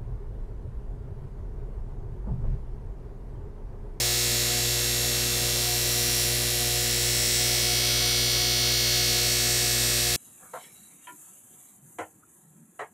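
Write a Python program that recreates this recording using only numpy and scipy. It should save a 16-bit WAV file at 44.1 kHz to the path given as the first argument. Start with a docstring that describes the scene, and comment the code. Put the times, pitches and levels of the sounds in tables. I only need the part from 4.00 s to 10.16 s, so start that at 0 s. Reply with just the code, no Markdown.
"""On a wooden bench a grinder runs while a knife edge is drawn across its buffing wheel.
The wheel's surface passes the blade once a turn, so the rub nearly repeats: a hiss made of shaft orders.
The motor hums on twice the mains frequency, with tones of the shaft and sums of both.
Loose fibres and stirred air add plain noise. Almost mono: only a faint low-mid noise differs left to right."""
import sys
import numpy as np
from scipy import signal
from scipy.fft import rfft, irfft
from scipy.io import wavfile
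from scipy.ndimage import uniform_filter1d, map_coordinates

SR = 44100
rng = np.random.default_rng(int(sys.argv[2]) if len(sys.argv) > 2 else 0)


def store_wav(level_fs):
    """Save 16-bit WAV to argv[1]."""
    pcm = np.round(np.clip(np.atleast_2d(level_fs), -1, 1) * 32767)
    wavfile.write(sys.argv[1], SR, pcm.T.astype(np.int16))


def gain_from_db(level_db):
    """Turn a decibel level (scalar or array-like) into a linear amplitude factor."""
    decades = np.asarray(level_db, float) / 20
    return 10 ** decades


N = 271730
MAINS_HZ = 60.01
# shaft speed, sagging under the blade: (time [s], speed [turns/s])
SHAFT_SPEED = [(0, 58.58), (.9, 58.66), (2.2, 58.9), (2.5, 58.85), (3.15, 58.675), (3.5, 58.663),
               (4.3, 58.695), (4.6, 58.635), (4.85, 58.48), (5.4, 58.37), (6.16, 58.47)]
MEAN_SHAFT_HZ = np.mean(SHAFT_SPEED, 0)[1]  # plain mean of the listed speeds


def read(hz, f, value):
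    """A spectrum joined by straight lines on a log-frequency axis."""
    return np.interp(np.log(hz + 1), np.log(np.asarray(f) + 1), value)


def drift(steps, span, count):
    """Complex slow chance of mean power 1, one column a tone, changing over span steps."""
    settle = 400  # steps run in and thrown away
    z = rng.standard_normal((steps + settle, count, 2)) @ [1, 1j]
    r = np.exp(-1 / max(span, 1))
    z = signal.lfilter([1], [1, -2 * r, r * r], z, axis=0)[settle:]
    return z * np.sqrt((1 - r * r) ** 3 / (1 + r * r) / 2)


def bell(hz, centre_hz, width_hz):
    """A Gaussian band of height 1, width_hz across where it has fallen to 1/e."""
    return np.exp(-(2 * (hz - centre_hz) / width_hz) ** 2)


def shaft_turns():
    """Turns of the shaft so far at each sample: the running sum of its speed."""
    speed_hz = np.interp(np.arange(N) / SR, *np.transpose(SHAFT_SPEED))
    return np.cumsum(speed_hz) / SR


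def stroke(t):
    """Pressure [dB] from motor slip and push; reach along the blade; push on the tip (0-1), at times t."""
    # the hand eases the blade from one resting place to the next:
    # (time [s], reach along the blade [0 tip, 1 belly, 2 heel])
    rests = [(-.6, 0.87), (1, .1), (2.4, 0.16), (4.3, 1.92), (4.45, 1.98), (5.8, 0.9), (6.4, 0.52)]
    load_share, push_db = 0.49, 1.1  # how far the level follows the slip; gain at full push
    push_start_s, push_end_s, release_s = 1.4, 2.22, 0.12

    rest_s, rest_reach = np.transpose(rests)
    leg_numbers = np.arange(len(rest_s))
    leg = np.interp(t, rest_s, leg_numbers)
    eased_leg = leg // 1 + (1 - np.cos(np.pi * (leg % 1))) / 2
    reach = np.interp(eased_leg, leg_numbers, rest_reach)

    # the tip is pressed in ever harder, then eased off
    push = np.interp(t, [push_start_s, push_end_s, push_end_s + release_s], [0, 1, 0])
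    slip_hz = MAINS_HZ - np.interp(t, *np.transpose(SHAFT_SPEED))
    load_db = 20 * np.log10(slip_hz / (MAINS_HZ - MEAN_SHAFT_HZ))
    return load_share * load_db + push_db * push, np.clip(reach, 0, 2), push


def along_blade(reach, tip, belly, heel):
    """Blends values for the three places on the blade by straight lines."""
    return tip + np.minimum(reach, 1) * (belly - tip) + np.maximum(reach - 1, 0) * (heel - belly)


def dips_db(hz):
    """Narrow dips in the treble [dB], probably cancellation by the echo off the bench."""
    # dips: (centre [Hz], width [Hz], gain [dB])
    dips = [(9050, 380, -5.5), (10280, 640, -7), (11750, 290, -4.5), (13700, 500, -2.5)]
    return sum(db * bell(hz, f, width_hz) for f, width_hz, db in dips)


def high_spots(turns, sharp=33.0, second=1.0, bump_db=1.8):
    """Two high spots on opposite sides of the rim press harder on the blade for a moment."""
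    spin = np.cos(2 * np.pi * turns)
    bump = np.exp(sharp * (spin - 1)) + second * np.exp(sharp * (-spin - 1))
    return gain_from_db(bump_db * (bump - bump.mean()))


def rub_level_db(order, hz, reach, push, ridges, count, band_db=3.0, band_span=22.0):
    """Level [dB] of each shaft order of the rub in each turn: place on the blade, ridges, band drift and whine."""
    # one shaft order between the ridges: (frequency [Hz], tip level [dB], belly level [dB], heel level [dB])
    rub = [(760, -61.5, -65, -68), (1390, -59, -60, -57), (1950, -55, -50, -58.5), (2730, -52, -52, -49.5),
           (3530, -52.5, -53, -43.5), (4650, -47.5, -46.5, -43), (5470, -51.5, -45, -41.5),
           (6450, -50, -48.5, -48.5), (7730, -51.5, -48, -64), (8360, -54, -46, -51.5),
           (10100, -50, -56.5, -56), (11100, -50.5, -53, -54.5), (12200, -53.5, -53.5, -54.5),
           (15500, -58.5, -59, -60)]
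    # levels of the ridge orders: (tip level [dB], heel level [dB])
    ridge_db = [(-52.5, -48.0), (-45.5, -49.0), (-49.0, -42.5), (-53.0, -43.0), (-51.5, -45.0),
                (-45.5, -50.5), (-51.5, -42.5), (-50.5, -49.5), (-53.0, -40.5), (-44.5, -48.0),
                (-44.0, -45.5), (-47.5, -44.0), (-44.5, -45.5), (-45.5, -43.5), (-42.5, -40.5),
                (-42.5, -41.0), (-47.0, -36.0), (-44.5, -50.5), (-50.5, -40.0), (-47.0, -48.5),
                (-49.5, -41.0), (-54.0, -39.0), (-54.0, -39.5), (-42.0, -41.0), (-45.5, -44.0),
                (-41.5, -54.5), (-44.0, -41.5), (-52.5, -36.0), (-54.0, -44.0), (-52.0, -43.5),
                (-45.5, -53.0), (-45.0, -46.5), (-45.5, -48.0), (-44.5, -52.0), (-50.5, -45.5)]
    # ridge orders that stand out most under the belly: (multiple of the shaft speed)
    belly_orders = [92, 95, 103, 104, 143]
    belly_db = 4
    whine_hz, whine_width_hz, whine_db = 5650, 760, 4.5  # the pressed tip whines

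    rub_hz, *zones = np.transpose(rub)
    level_db = along_blade(reach, *(read(hz, rub_hz, db) for db in zones))
    # bands of neighbouring orders swell and fade slowly at random, the more the higher they lie
    bands = uniform_filter1d(drift(count, band_span, len(order)).real, size=4, axis=1)
    level_db += band_db * bands / bands.std() * order / len(order)
    tip_db, heel_db = np.transpose(ridge_db)
    level_db[:, ridges] = tip_db + (heel_db - tip_db) * np.sin(reach * np.pi / 4)
    level_db[:, belly_orders] += belly_db * (1 - 2 * abs(reach - 1))
    return level_db + whine_db * push * bell(hz, whine_hz, whine_width_hz)


def wheel(turns, fresh=0.38, fresh_top=0.6, ridge_fresh=0.07, span=30.0, wobble=0.0005, cap=1.45):
    """One turn of rub is built from its orders; the blade reads it over and over while it slowly changes."""
    # orders that the wheel's unevenness favours: (multiple of the shaft speed)
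    ridges = [29, 33, 37, 38, 45, 46, 50, 53, 56, 58, 64, 65, 67, 68, 71, 72, 76, 77, 78, 80, 83, 86, 87,
              92, 93, 94, 95, 98, 103, 104, 119, 123, 126, 127, 143]
    count, size = int(turns[-1]) + 2, 8192  # turns; points round the rim
    order = np.arange(275)
    hz = order * MEAN_SHAFT_HZ
    turn_s = np.interp(np.arange(count), turns, np.arange(N) / SR)
    pressure_db, reach, push = stroke(turn_s[:, None])
    level_db = rub_level_db(order, hz, reach, push, ridges, count)

    # tip and heel ride on different tracks of the wheel, each with a lasting pattern
    tracks = rng.standard_normal((2, len(order), 2)) @ [1, 1j] / np.sqrt(2)
    tracks *= np.minimum(1, cap / abs(tracks))  # no chance order outgrows the ridges
    tracks[:, ridges] = tracks[0, ridges] / abs(tracks[0, ridges])
    lasting = np.cos(reach * np.pi / 4) * tracks[0] + np.sin(reach * np.pi / 4) * tracks[1]
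    lasting[:, ridges] = tracks[0, ridges]

    # power share of slowly renewed texture: fine texture wears off sooner
    share = np.linspace(fresh, fresh_top, len(order))
    share[ridges] = ridge_fresh
    orders = np.sqrt(1 - share) * lasting + np.sqrt(share) * drift(count, span, len(order))
    orders *= gain_from_db(level_db + pressure_db + dips_db(hz)) * (order > 13)

    # the high spots swell the texture but not the ridges
    ridged = np.isin(order, ridges)
    texture = irfft(orders * ~ridged, size, axis=1) * high_spots(np.arange(size) / size)
    pattern = (texture + irfft(orders * ridged, size, axis=1)) * size / np.sqrt(2)

    # the hand trembles, so the contact point slides a little round the rim
    tremble = drift(count, 1.7, 1)[:, 0].real
    angle = turns + wobble * np.interp(turns, np.arange(count), tremble)
    pattern = np.column_stack([pattern, pattern[:, 0]])  # closes the rim
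    return map_coordinates(pattern, [turns, angle % 1 * size], order=1)


def air(patchy_db=1.5, follow=0.36):
    """Fibre hiss and stirred air: random short-time spectra in drifting patches, ringing in the casing."""
    # noise that does not repeat: (frequency [Hz], density level [dB])
    noise_floor = [(20, -75), (90, -72.5), (260, -73), (600, -75.5), (850, -81.5), (1300, -76.5),
                   (2300, -74), (3000, -77), (4500, -71.5), (6400, -74), (8200, -74), (10000, -73),
                   (13000, -80.5), (15000, -87), (16000, -90)]
    # rings of the casing in that noise: (centre [Hz], width [Hz], density level [dB])
    casing = [(1876, 34, -70.5), (3610, 580, -69), (5710, 230, -68.5), (7020, 140, -64.5)]
    dull_hz, dull_width_hz, dull_db = 7800, 2200, -2.5  # past the belly the hiss loses this band
    size, hop = 1024, 256  # samples
    frames, hz = N // hop + 5, np.fft.rfftfreq(size, 1 / SR)

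    real, imaginary, patches = rng.standard_normal((frames, len(hz), 3)).T
    patches = uniform_filter1d(uniform_filter1d(patches, size=14, axis=0), size=20, axis=1)
    power = gain_from_db(read(hz, *np.transpose(noise_floor))) ** 2
    for f, width_hz, db in casing:
        power += gain_from_db(db) ** 2 / (1 + (2 * (hz - f) / width_hz) ** 2) ** 2
    power *= gain_from_db(dips_db(hz)) ** 2

    pressure_db, reach, _ = stroke(np.arange(frames) * hop / SR)
    heel_db = dull_db * np.outer(bell(hz, dull_hz, dull_width_hz), np.maximum(reach - 1, 0))
    gain_db = patchy_db * patches / patches.std() + follow * pressure_db + heel_db
    spectra = (real + 1j * imaginary) * np.sqrt(power)[:, None] * gain_from_db(gain_db)
    return signal.istft(spectra, SR, nperseg=size, noverlap=size - hop, scaling="psd")[1][:N]


def motor(turns, span=4.8, lag=0.0594):
    """Magnetic hum and unbalance through the bench: tones locked in step, with a narrow noisy skirt."""
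    # tones at a x mains + b x shaft: (a [multiple of mains], b [multiple of shaft speed])
    hum_orders = [(0, 1), (0, 2), (2, 0), (2, 1), (4, 0), (4, 1), (6, 0), (8, 0), (8, 1), (8, 2), (10, 0),
                  (0, 12), (12, 0), (0, 13), (14, 0), (6, 1), (0, 9), (10, 1)]
    # the same tones: (rms level before the waver [dB], waver [share of the tone])
    hum = [(-39.5, 0.12), (-60, .1), (-36, 0.073), (-66, 0.28), (-48, 0.41), (-57.5, 0.24), (-41.5, 0.073),
           (-44, 0.17), (-56, 0.23), (-48.5, 0.29), (-64.5, .2), (-61.5, 0.34), (-49.5, 1), (-61.5, 0.22),
           (-63.5, .2), (-65, .3), (-60, .3), (-61, .3)]
    t, out = np.arange(N) / SR, np.zeros(N)
    steps = np.arange(0, N + 256, 256) / SR
    wavers = drift(len(steps), span, len(hum)).T
    for (a, b), (db, share), waver in zip(hum_orders, hum, wavers):
        late = lag * (a + b) ** 2 / 4  # turns of phase: the bench passes higher tones on a little later
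        size = 1 + share * np.interp(t, steps, waver)
        phase = a * MAINS_HZ * t + b * turns - late
        out += gain_from_db(db) * np.sqrt(2) * (size * np.exp(2j * np.pi * phase)).real
    return out


def width(closed=-0.4, span=0.06, level_db=-60.5):
    """A faint low-mid noise, opposite in left and right, flickers on and off; span [s], level_db rms."""
    # its colour: (frequency [Hz], relative level [dB])
    side_colour = [(71, -62), (120, -24), (249, -1.5), (533, -9), (718, -23), (1340, -36), (1400, -26),
                   (1820, -60), (3080, -120)]
    block = 1024  # samples
    colour = gain_from_db(read(np.fft.rfftfreq(N, 1 / SR), *np.transpose(side_colour)))
    noise = irfft(rfft(rng.standard_normal(N)) * colour, N)
    chance = drift(N // block + 1, span * SR / block, 1)[:, 0].real * np.sqrt(2)
    flicker = np.repeat(chance > closed, block)[:N]
    noise *= uniform_filter1d(flicker * 1., size=block)
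    return gain_from_db(level_db) * noise / noise.std()


def scene():
    """All sources in the middle, with a trace of width."""
    turns = shaft_turns()
    mid = wheel(turns) + high_spots(turns) * air() + motor(turns)
    side = width()
    return np.array([mid + side, mid - side])


def top_cut(x):
    """Nothing passes above the cut-off."""
    return signal.sosfilt(signal.butter(12, 16950, fs=SR, output="sos"), x)


def record(dry):
    """A steep low-pass at 15.7 kHz limits the band of the finished mix."""
    low_pass = signal.firwin(1023, 15700, window=("kaiser", 9), fs=SR)
    limited = signal.oaconvolve(dry, low_pass[None], "same")
    return top_cut(limited)


dry = scene()
out = record(dry)
store_wav(out)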